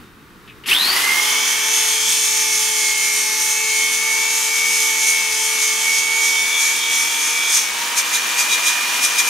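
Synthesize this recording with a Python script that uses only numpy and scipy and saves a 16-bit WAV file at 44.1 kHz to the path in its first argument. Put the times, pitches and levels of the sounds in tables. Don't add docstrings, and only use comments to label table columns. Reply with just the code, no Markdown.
import sys
import numpy as np
from scipy import signal
from scipy.fft import rfft, irfft, next_fast_len
from scipy.io import wavfile
from scipy.ndimage import uniform_filter1d

SR = 44100
rng = np.random.default_rng(int(sys.argv[2]) if len(sys.argv) > 2 else 0)


def log_audio(samples):
    frames = np.atleast_2d(samples).T
    limited = np.clip(frames, -1, 1)
    pcm = np.round(limited * 32767).astype(np.int16)
    wavfile.write(sys.argv[1], SR, pcm)


N = 409688
TIME = np.arange(N) / SR

# frequency in Hz, relative density in dB.
HUSH_SPECTRUM = [(15, -37), (25, -14), (202, -11.5), (415, -14), (604, -30), (1240, -18), (7280, -38),
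                 (15000, -39)]
# time in seconds, level in dB.
HUSH_LEVEL = [(0, -41.5), (.1, -46.5), (.6, -44), (1.2, -53), (2.2, -55)]
# pitch in Hz, level in dB.
ROOM_WHISTLES = [(3698, -66.5)]
# frequency in Hz, side gain in dB.
SIDE_SPECTRUM = [(60, -5), (130, -6.5), (290, -19.5), (640, -13.5), (1410, -3.5), (3100, -7.5), (6820, -7),
                 (15000, -4.5)]
# start in seconds, peak in dB, pitch in Hz.
CLICKS = [(.476, -34.5, 2600), (.495, -34, 2510), (.637, -27, 2650), (.658, -18.5, 2680),
          (.684, -9.5, 3060), (0.717, -8.5, 2540), (0.731, -17, 3000), (0.748, -14, 3080)]
# time in seconds, turns a second.
LOADED_SPEED = [(2.01, 441.3), (2.27, 440.3), (3.06, 431.2), (3.72, 436.2), (4.25, 445.1), (4.51, 442.5),
                (4.73, 445.0), (4.91, 441.2), (5.2, 442.5), (5.32, 439.3), (5.56, 442.5), (5.69, 439.0),
                (5.86, 445.1), (6.01, 443.5), (6.26, 450.4), (6.4, 449.3), (6.57, 453.9), (6.71, 452.6),
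                (6.85, 455.4), (7.02, 455.6), (7.15, 459.0), (7.28, 458.2), (7.43, 461.0), (7.66, 461.5),
                (7.9, 474.3), (8.35, 482.3), (8.99, 485.3), (9.28, 481.9)]
# pitch in Hz, level in dB.
CASING_RESPONSE = [(130, -65), (300, -41), (350, -74), (385, -37.5), (422, -49.5), (436, -41), (445, -43),
                   (461, -49.5), (480, -50), (600, -64), (770, -41), (845, -41), (870, -39), (965, -39)]
# time in seconds, relative level in dB.
MESH_LEVEL = [(0.9, -31), (1.08, -20), (1.18, -19), (1.28, -30), (1.36, -25), (1.44, -42), (1.54, -26),
              (1.66, -33.5), (1.8, -27), (2.2, -38), (2.3, -35), (2.54, -26.0), (2.64, -35), (2.84, -23),
              (3.32, -28.5), (3.38, -30), (3.66, -26.5), (3.84, -21), (3.96, -26.5), (4.12, -20.5),
              (4.32, -27), (4.4, -32.5), (4.64, -21.5), (4.78, -24.5), (4.84, -22), (5.02, -27),
              (5.14, -21.5), (5.44, -29), (5.5, -25), (5.72, -26), (5.8, -33.5), (5.88, -19.5),
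              (6.0, -23.5), (6.14, -20), (6.4, -19.5), (6.48, -23), (6.7, -23.5), (6.8, -31), (6.9, -23),
              (7.0, -21), (7.12, -32), (7.24, -31), (7.28, -41), (7.36, -23), (7.48, -27), (7.7, -39),
              (8.4, -27.5), (9.24, -27)]
# time in seconds, relative level in dB.
SIDEBAND_LEVEL = [(.92, -37), (1, -33), (1.2, -40), (1.4, -29), (1.9, -42), (2.6, -40), (2.84, -35),
                  (3, -44), (3.8, -31.5), (3.95, -46), (4.28, -29.5), (4.75, -28.5), (5.5, -37), (6, -36),
                  (6.4, -43), (6.7, -33), (7.5, -32), (7.9, -56)]
# multiple of motor speed, relative level in dB, dB per Hz of extra speed.
WEAK_TONES = [(2.679, -51, 0), (4, -47, -.5), (4.821, -49, .7), (5.358, -39, -.1), (5.64, -48, -.3),
              (6, -40, -.6), (7.2, -44, -.3), (8.69, -49, 0), (10, -45.5, -.3), (10.178, -49, -.3),
              (11.54, -47, -.2), (13.39, -44, 0), (15.23, -45, .1)]
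# multiple of motor speed, relative level in dB.
SETTLING_TONES = [(13.39, -30), (14.4, -33)]
# time in seconds, relative levels of the lower and the upper in dB.
CHATTER_LEVELS = [(1, -40, -44), (1.45, -39, -36), (2.06, -27, -28.5), (2.4, -52, -38), (2.86, -35, -50),
                  (3.24, -52, -45), (5.66, -38, -48), (5.9, -34, -50), (6.4, -44, -46), (6.55, -26, -29),
                  (6.7, -37, -43), (6.85, -31, -34), (7.28, -33, -46), (7.5, -27, -50), (7.75, -45, -53)]
# multiple of pad speed, relative level in dB.
IMBALANCE_TONES = [(2, -66), (3, -64), (5, -61), (7, -57), (9, -58)]
# frequency in Hz, relative density in dB.
RATTLE_SPECTRUM = [(60, -100), (200, -13), (330, -8.5), (560, -11), (780, -5), (950, 0), (1800, -2),
                   (3000, 0.5), (7000, -14.5), (13000, -16.5)]
# centre in Hz, width in Hz, strength in dB.
HOUSING_MODES = [(1203, 62, -4.5), (1813, 240, -5)]
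# time in seconds, share from 0 to 1.
GRIT_REPEAT = [(1, .5), (1.5, .85), (4, .85), (5, .7), (7.5, .75), (7.9, .1)]
# multiple of motor speed, width in Hz, relative gain in dB.
BUZZ_BANDS = [(7.15, 320, 19), (7.9, 260, 18), (11.9, 290, 13)]
# time in seconds, level in dB.
BUZZ_LEVEL = [(.9, -45), (1.2, -14), (2, -18), (2.9, -21.5), (3.4, -39), (3.9, -23), (7.45, -19.5),
              (7.8, -34), (9.29, -36)]
# time in seconds, relative scrape level in dB.
PAD_PRESSURE = [(.655, -28), (.7, -16.5), (.76, -21.5), (1.04, -20.5), (1.4, -25), (2.2, -19), (3.83, -22),
                (4.3, -23.5), (5.05, -21), (5.82, -24), (7.6, -26.5), (7.75, -31), (9.24, -26.5)]
# time of the peak in seconds, extra pressure in dB.
LEANS = [(1.3, 4.5), (1.75, 3), (4.38, 4.5), (4.78, 3.5), (5.65, 5), (5.96, 5), (6.3, 5), (6.64, 6.5),
         (6.98, 7), (7.25, 6.5), (7.57, 10.5)]
# time of the peak in seconds, pressure in dB, rise in seconds,
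# pitch at which the plate answers in Hz, ringing gain in dB.
DABS = [(7.986, -17, 0.017, 2250, 13), (8.15, -22, .021, 3700, 14), (8.4, -21, 0.022, 4600, 13),
        (8.53, -24.5, 0.028, 3780, 23), (8.675, -21.5, 0.022, 3500, 20), (9.044, -20, 0.018, 3700, 16),
        (9.196, -18.5, 0.013, 3700, 18), (9.28, -28, 0.017, 3020, 20)]
# frequency in Hz, relative density in dB.
SCRAPE_SPECTRUM = [(300, -16.5), (900, -33), (2000, 1), (5000, 3.5), (7000, -0.5), (9500, 4.5), (11500, 7),
                   (13000, -1.5), (16000, -14)]
# centre in Hz, width in Hz, strength in dB.
RUBBED_PLATE_MODES = [(5580, 110, 6.5), (6340, 590, 10), (6600, 1550, 13.5), (8490, 140, 11),
                      (9100, 200, 5)]
# centre in Hz, width in Hz, gain in dB.
FREE_PLATE_MODES = [(2370, 280, 3), (3450, 330, -1), (3800, 330, 2.5), (4750, 400, 1)]

MESH, SIDEBAND, SLOTS, FAN, CHATTER = 5, 5.179, 12, 37, (7.4, 7.86)
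USUAL_HZ, WANDER_HZ, MOTOR_PER_PAD = 442, .35, 10.82
START_S, QUICK_S, SLOW_S, QUICK_SHARE = .642, .073, .22, .588
TOUCH_S, TOUCH_RAMP_S, SEATING_S, SEATED_S = .93, .54, .98, 2.14
RATTLE_DB, RATTLE_DB_PER_HZ, RATTLE_REF_HZ, UNSEATED_DB = -32.5, .1826, 435.5, 9.5
LEAN_WIDTH_S, DRY_LEAN_SHARE, SLIP_TURNS = .073, .7, .0007
DAB_FALL_PER_RISE, DAB_REACH_OCTAVES = 1.26, .3
CUTOFF_HZ = 15730


def gain_of(db):
    return 10 ** (np.asarray(db) / 20)


def unit_rms(x):
    return x / np.sqrt(np.mean(x ** 2) + 1e-20)


def db_at(spectrum, hz):
    f, db = np.transpose(spectrum)
    return np.interp(np.log(hz + 1), np.log(f + 1), db)


def curves(rows):
    s, *values = np.transpose(rows)
    return [np.interp(TIME, s, column) for column in values]


def coloured(x, spectrum, modes=()):
    size = next_fast_len(x.shape[-1])
    hz = np.fft.rfftfreq(size, 1 / SR)
    lift = 1 + sum(gain_of(db) / np.hypot(1, 2 * (hz - f) / width) ** 2 for f, width, db in modes)
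    return irfft(rfft(x, size) * gain_of(db_at(spectrum, hz)) * lift, size)[..., :x.shape[-1]]


def resonate(x, hz, width_hz):
    carrier = np.exp(2j * np.pi * np.cumsum(hz * np.ones(N)) / SR)
    pole = np.exp(-np.pi * width_hz / SR)
    smooth = signal.lfilter([(1 - pole) ** 2], [1, -2 * pole, pole ** 2], x / carrier)
    return (carrier * smooth).real


def drift(top_hz):
    t = TIME[::256]
    rates = np.geomspace(top_hz / 8, top_hz, num=12)
    slow = sum(np.sin(2 * np.pi * (f * t + rng.random())) / np.sqrt(f) for f in rates)
    return np.interp(TIME, t, unit_rms(slow))


def flicker(samples):
    return unit_rms(uniform_filter1d(rng.standard_normal(N), size=samples))


def tone(cycles, hz, db, waver_db):
    phase = 2 * np.pi * (cycles + rng.random())
    amplitude = np.sqrt(2) * gain_of(db + waver_db * drift(9))
    side_phase = phase + 2 * np.pi * rng.random() + 3 * drift(2.06)
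    side = gain_of(db_at(SIDE_SPECTRUM, hz) - 3.5) * np.sin(side_phase)
    return amplitude * np.array([np.sin(phase), side])


def room_tone():
    mid, side = unit_rms(coloured(rng.standard_normal((2, N)), HUSH_SPECTRUM))
    whistle = sum(tone(hz * TIME, hz, db, 2.5) for hz, db in ROOM_WHISTLES)
    return gain_of(curves(HUSH_LEVEL)[0]) * np.array([mid, coloured(side, SIDE_SPECTRUM)]) + whistle


def trigger():
    out, t = np.zeros(N), TIME[:1500]
    for s, db, hz in CLICKS:
        snap = rng.standard_normal(len(t)) * gain_of(-60 * t / .25) * np.clip(t / .00089, 0, 1)
        snap = coloured(snap, [(hz / 4.5, -30), (hz / 1.04, -6), (hz, 0), (hz * 1.1, -6), (hz * 2.6, -36)])
        out[round(s * SR):][:len(t)] += gain_of(db) * snap / abs(snap).max()
    return np.array([out, .16 * out])


def motor_speed():
    t = np.maximum(TIME - START_S, 0)
    gap = QUICK_SHARE * np.exp(-t / QUICK_S) + (1 - QUICK_SHARE) * np.exp(-t / SLOW_S)
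    return curves(LOADED_SPEED)[0] * (1 - gap)


def touching():
    return np.clip((TIME - TOUCH_S) / TOUCH_RAMP_S, 0, 1)


def unseated():
    return np.clip((SEATED_S - TIME) / (SEATED_S - SEATING_S), 0, 1)


def dab_pressures():
    return np.array([
        gain_of(db) * np.exp(-((TIME - s) / (rise * np.where(TIME < s, 1, DAB_FALL_PER_RISE))) ** 2)
        for s, db, rise, *_ in DABS])


def shaft_hum(hz, turns):
    return sum(tone(k * turns, k * hz, db_at(CASING_RESPONSE, k * hz), waver_db)
               for k, waver_db in ((1, 1.27), (2, 2)))


def gear_whine(hz, turns):
    bite = np.clip(hz / 392, 0, 1) ** 9
    bite *= 1 + 16 * dab_pressures().sum(0)
    bite *= 1 + .45 * unseated() * flicker(300)
    flutter = 1 + .35 * np.cos(2 * np.pi * (SIDEBAND - MESH) * turns)
    mesh = tone(MESH * turns, MESH * hz, curves(MESH_LEVEL)[0], waver_db=1)
    sideband = tone(SIDEBAND * turns, SIDEBAND * hz, curves(SIDEBAND_LEVEL)[0], waver_db=2.5)
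    return bite * (flutter * mesh + sideband)


def slot_whine(hz, turns):
    pull = unit_rms(1 + .4 * np.sin(2 * np.pi * turns) + 1.1 * flicker(120))
    gaining = uniform_filter1d(np.gradient(motor_speed()) * SR, size=2000) ** 6
    current = .08 + .12 * touching() * unseated() + gaining / (gaining + 250. ** 6)
    current *= np.clip(hz / 205, 0, 1) ** 5
    whine = pull * tone(SLOTS * turns, SLOTS * hz, -22.5, waver_db=3)
    sparks = unit_rms(resonate(rng.standard_normal((2, N)), 11.5 * hz, width_hz=330))
    return current * (whine + gain_of([[-25], [-33]]) * sparks)


def drill_tones(hz, turns):
    whine = shaft_hum(hz, turns) + gear_whine(hz, turns) + slot_whine(hz, turns)
    run_up = (hz / hz.max()) ** 3
    pad_turns = turns / MOTOR_PER_PAD
    contact = curves(GRIT_REPEAT)[0]
    fan = tone(FAN * turns, FAN * hz, -36, waver_db=4)
    eased_hz = np.clip(hz - USUAL_HZ, 0, 22)
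    weak = sum(tone(k * turns, k * hz, db + slope * eased_hz, 2.4) for k, db, slope in WEAK_TONES)
    weak *= .5 + 1.75 * contact
    settling = sum(tone(k * turns, k * hz, db, 4) for k, db in SETTLING_TONES)
    settling *= touching() ** 2 * unseated()
    chatter = sum(tone(k * turns, k * hz, db, 1) for k, db in zip(CHATTER, curves(CHATTER_LEVELS)))
    chatter *= 1 + .55 * np.sin(2 * np.pi * pad_turns)
    thump = sum(tone(k * pad_turns, k * hz / MOTOR_PER_PAD, db, 4.5) for k, db in IMBALANCE_TONES)
    return whine + settling + run_up * (fan + weak + chatter + 1.18 * contact * thump)


def gear_rattle(hz, shaking):
    loaded_hz = curves(LOADED_SPEED)[0]
    db = RATTLE_DB + RATTLE_DB_PER_HZ * (loaded_hz - RATTLE_REF_HZ) + UNSEATED_DB * unseated()
    rattle = unit_rms(coloured(shaking, RATTLE_SPECTRUM, HOUSING_MODES))
    return rattle * gain_of(db) * (hz / loaded_hz) ** 1.25


def grit_pattern(pad_turns, points=1000):
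    laps = rng.standard_normal((int(pad_turns[-1]) + 2, 2, points))
    lap_starts = np.searchsorted(pad_turns, np.arange(len(laps))).clip(0, N - 1)
    kept = np.clip(curves(GRIT_REPEAT)[0][lap_starts], 0, .95)
    for k in range(1, len(laps)):
        laps[k] = kept[k] * laps[k - 1] + np.sqrt(1 - kept[k] ** 2) * laps[k]
    tracks = signal.resample_poly(laps.transpose(1, 0, 2).reshape(2, -1), 4, 1, axis=1)
    return np.array([np.interp(pad_turns * points * 4, np.arange(len(track)), track) for track in tracks])


def grit_buzz(hz, pattern):
    buzz = unit_rms(sum(gain_of(db) * resonate(pattern, k * hz, width) for k, width, db in BUZZ_BANDS))
    return buzz * gain_of(curves(BUZZ_LEVEL)[0] + 1.9 * drift(13))


def plate_ring(grains):
    pitch_hz, ring_db = np.transpose(DABS)[3:]
    touches = dab_pressures() * gain_of(ring_db)[:, None]
    out = np.zeros((2, N))
    for hz, width, db in FREE_PLATE_MODES:
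        nearness = np.exp(-(np.log2(hz / pitch_hz) / DAB_REACH_OCTAVES) ** 2)
        out += gain_of(db) * resonate(grains * (nearness @ touches), hz, width)
    return out


def patchy(x, depth_db):
    bands = signal.stft(x, nperseg=512)[2]
    patches = uniform_filter1d(rng.standard_normal(bands.shape[1:]), size=4, axis=0)
    patches = unit_rms(uniform_filter1d(patches, size=24, axis=1))
    return signal.istft(bands * gain_of(depth_db * patches), nperseg=512)[1][:, :N]


def plate_scrape(roughness, running):
    lean_db = sum(db * np.exp(-((TIME - s) / LEAN_WIDTH_S) ** 2) for s, db in LEANS)
    pressure = gain_of(curves(PAD_PRESSURE)[0] + drift(20)) * running
    touches = dab_pressures().sum(0)
    bare = coloured(roughness, SCRAPE_SPECTRUM)
    full = coloured(roughness, SCRAPE_SPECTRUM, RUBBED_PLATE_MODES)
    scrape = bare * (pressure * gain_of(DRY_LEAN_SHARE * lean_db) + touches)
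    ring = (full - bare) * touching() * (pressure * gain_of(lean_db) + 1.04 * touches)
    return patchy(scrape + ring, depth_db=1.2) / full.std()


def sanding(hz, turns):
    running = np.clip((TIME - PAD_PRESSURE[0][0]) / .019, 0, 1)
    slip = SLIP_TURNS * (3 + drift(25))
    pattern = grit_pattern(np.maximum.accumulate(turns / MOTOR_PER_PAD + slip))
    steady = .9 * np.clip(hz / 430, 0, 1) ** 6
    grains = unit_rms(rng.standard_normal((2, N)) * gain_of(2 * flicker(60)))
    roughness = steady * pattern + np.sqrt(1 - steady ** 2) * grains
    scrape = plate_scrape(roughness, running)
    rattle = gear_rattle(hz, 1.3 * roughness + .7 * grains)
    mid, side = scrape + running * (rattle + grit_buzz(hz, pattern)) + plate_ring(grains)
    return np.array([mid, coloured(side, SIDE_SPECTRUM)])


def scene():
    hz = motor_speed() * (1 + WANDER_HZ / USUAL_HZ * drift(14))
    turns = np.cumsum(hz) / SR
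    mid, side = drill_tones(hz, turns) * (TIME > START_S) + sanding(hz, turns) + trigger() + room_tone()
    return np.array([mid + side, mid - side])


def record(dry):
    low_pass = signal.firwin(2047, CUTOFF_HZ, window=("kaiser", 9), fs=SR)
    return signal.oaconvolve(dry, low_pass[None], "same")


dry = scene()
out = record(dry)
log_audio(out)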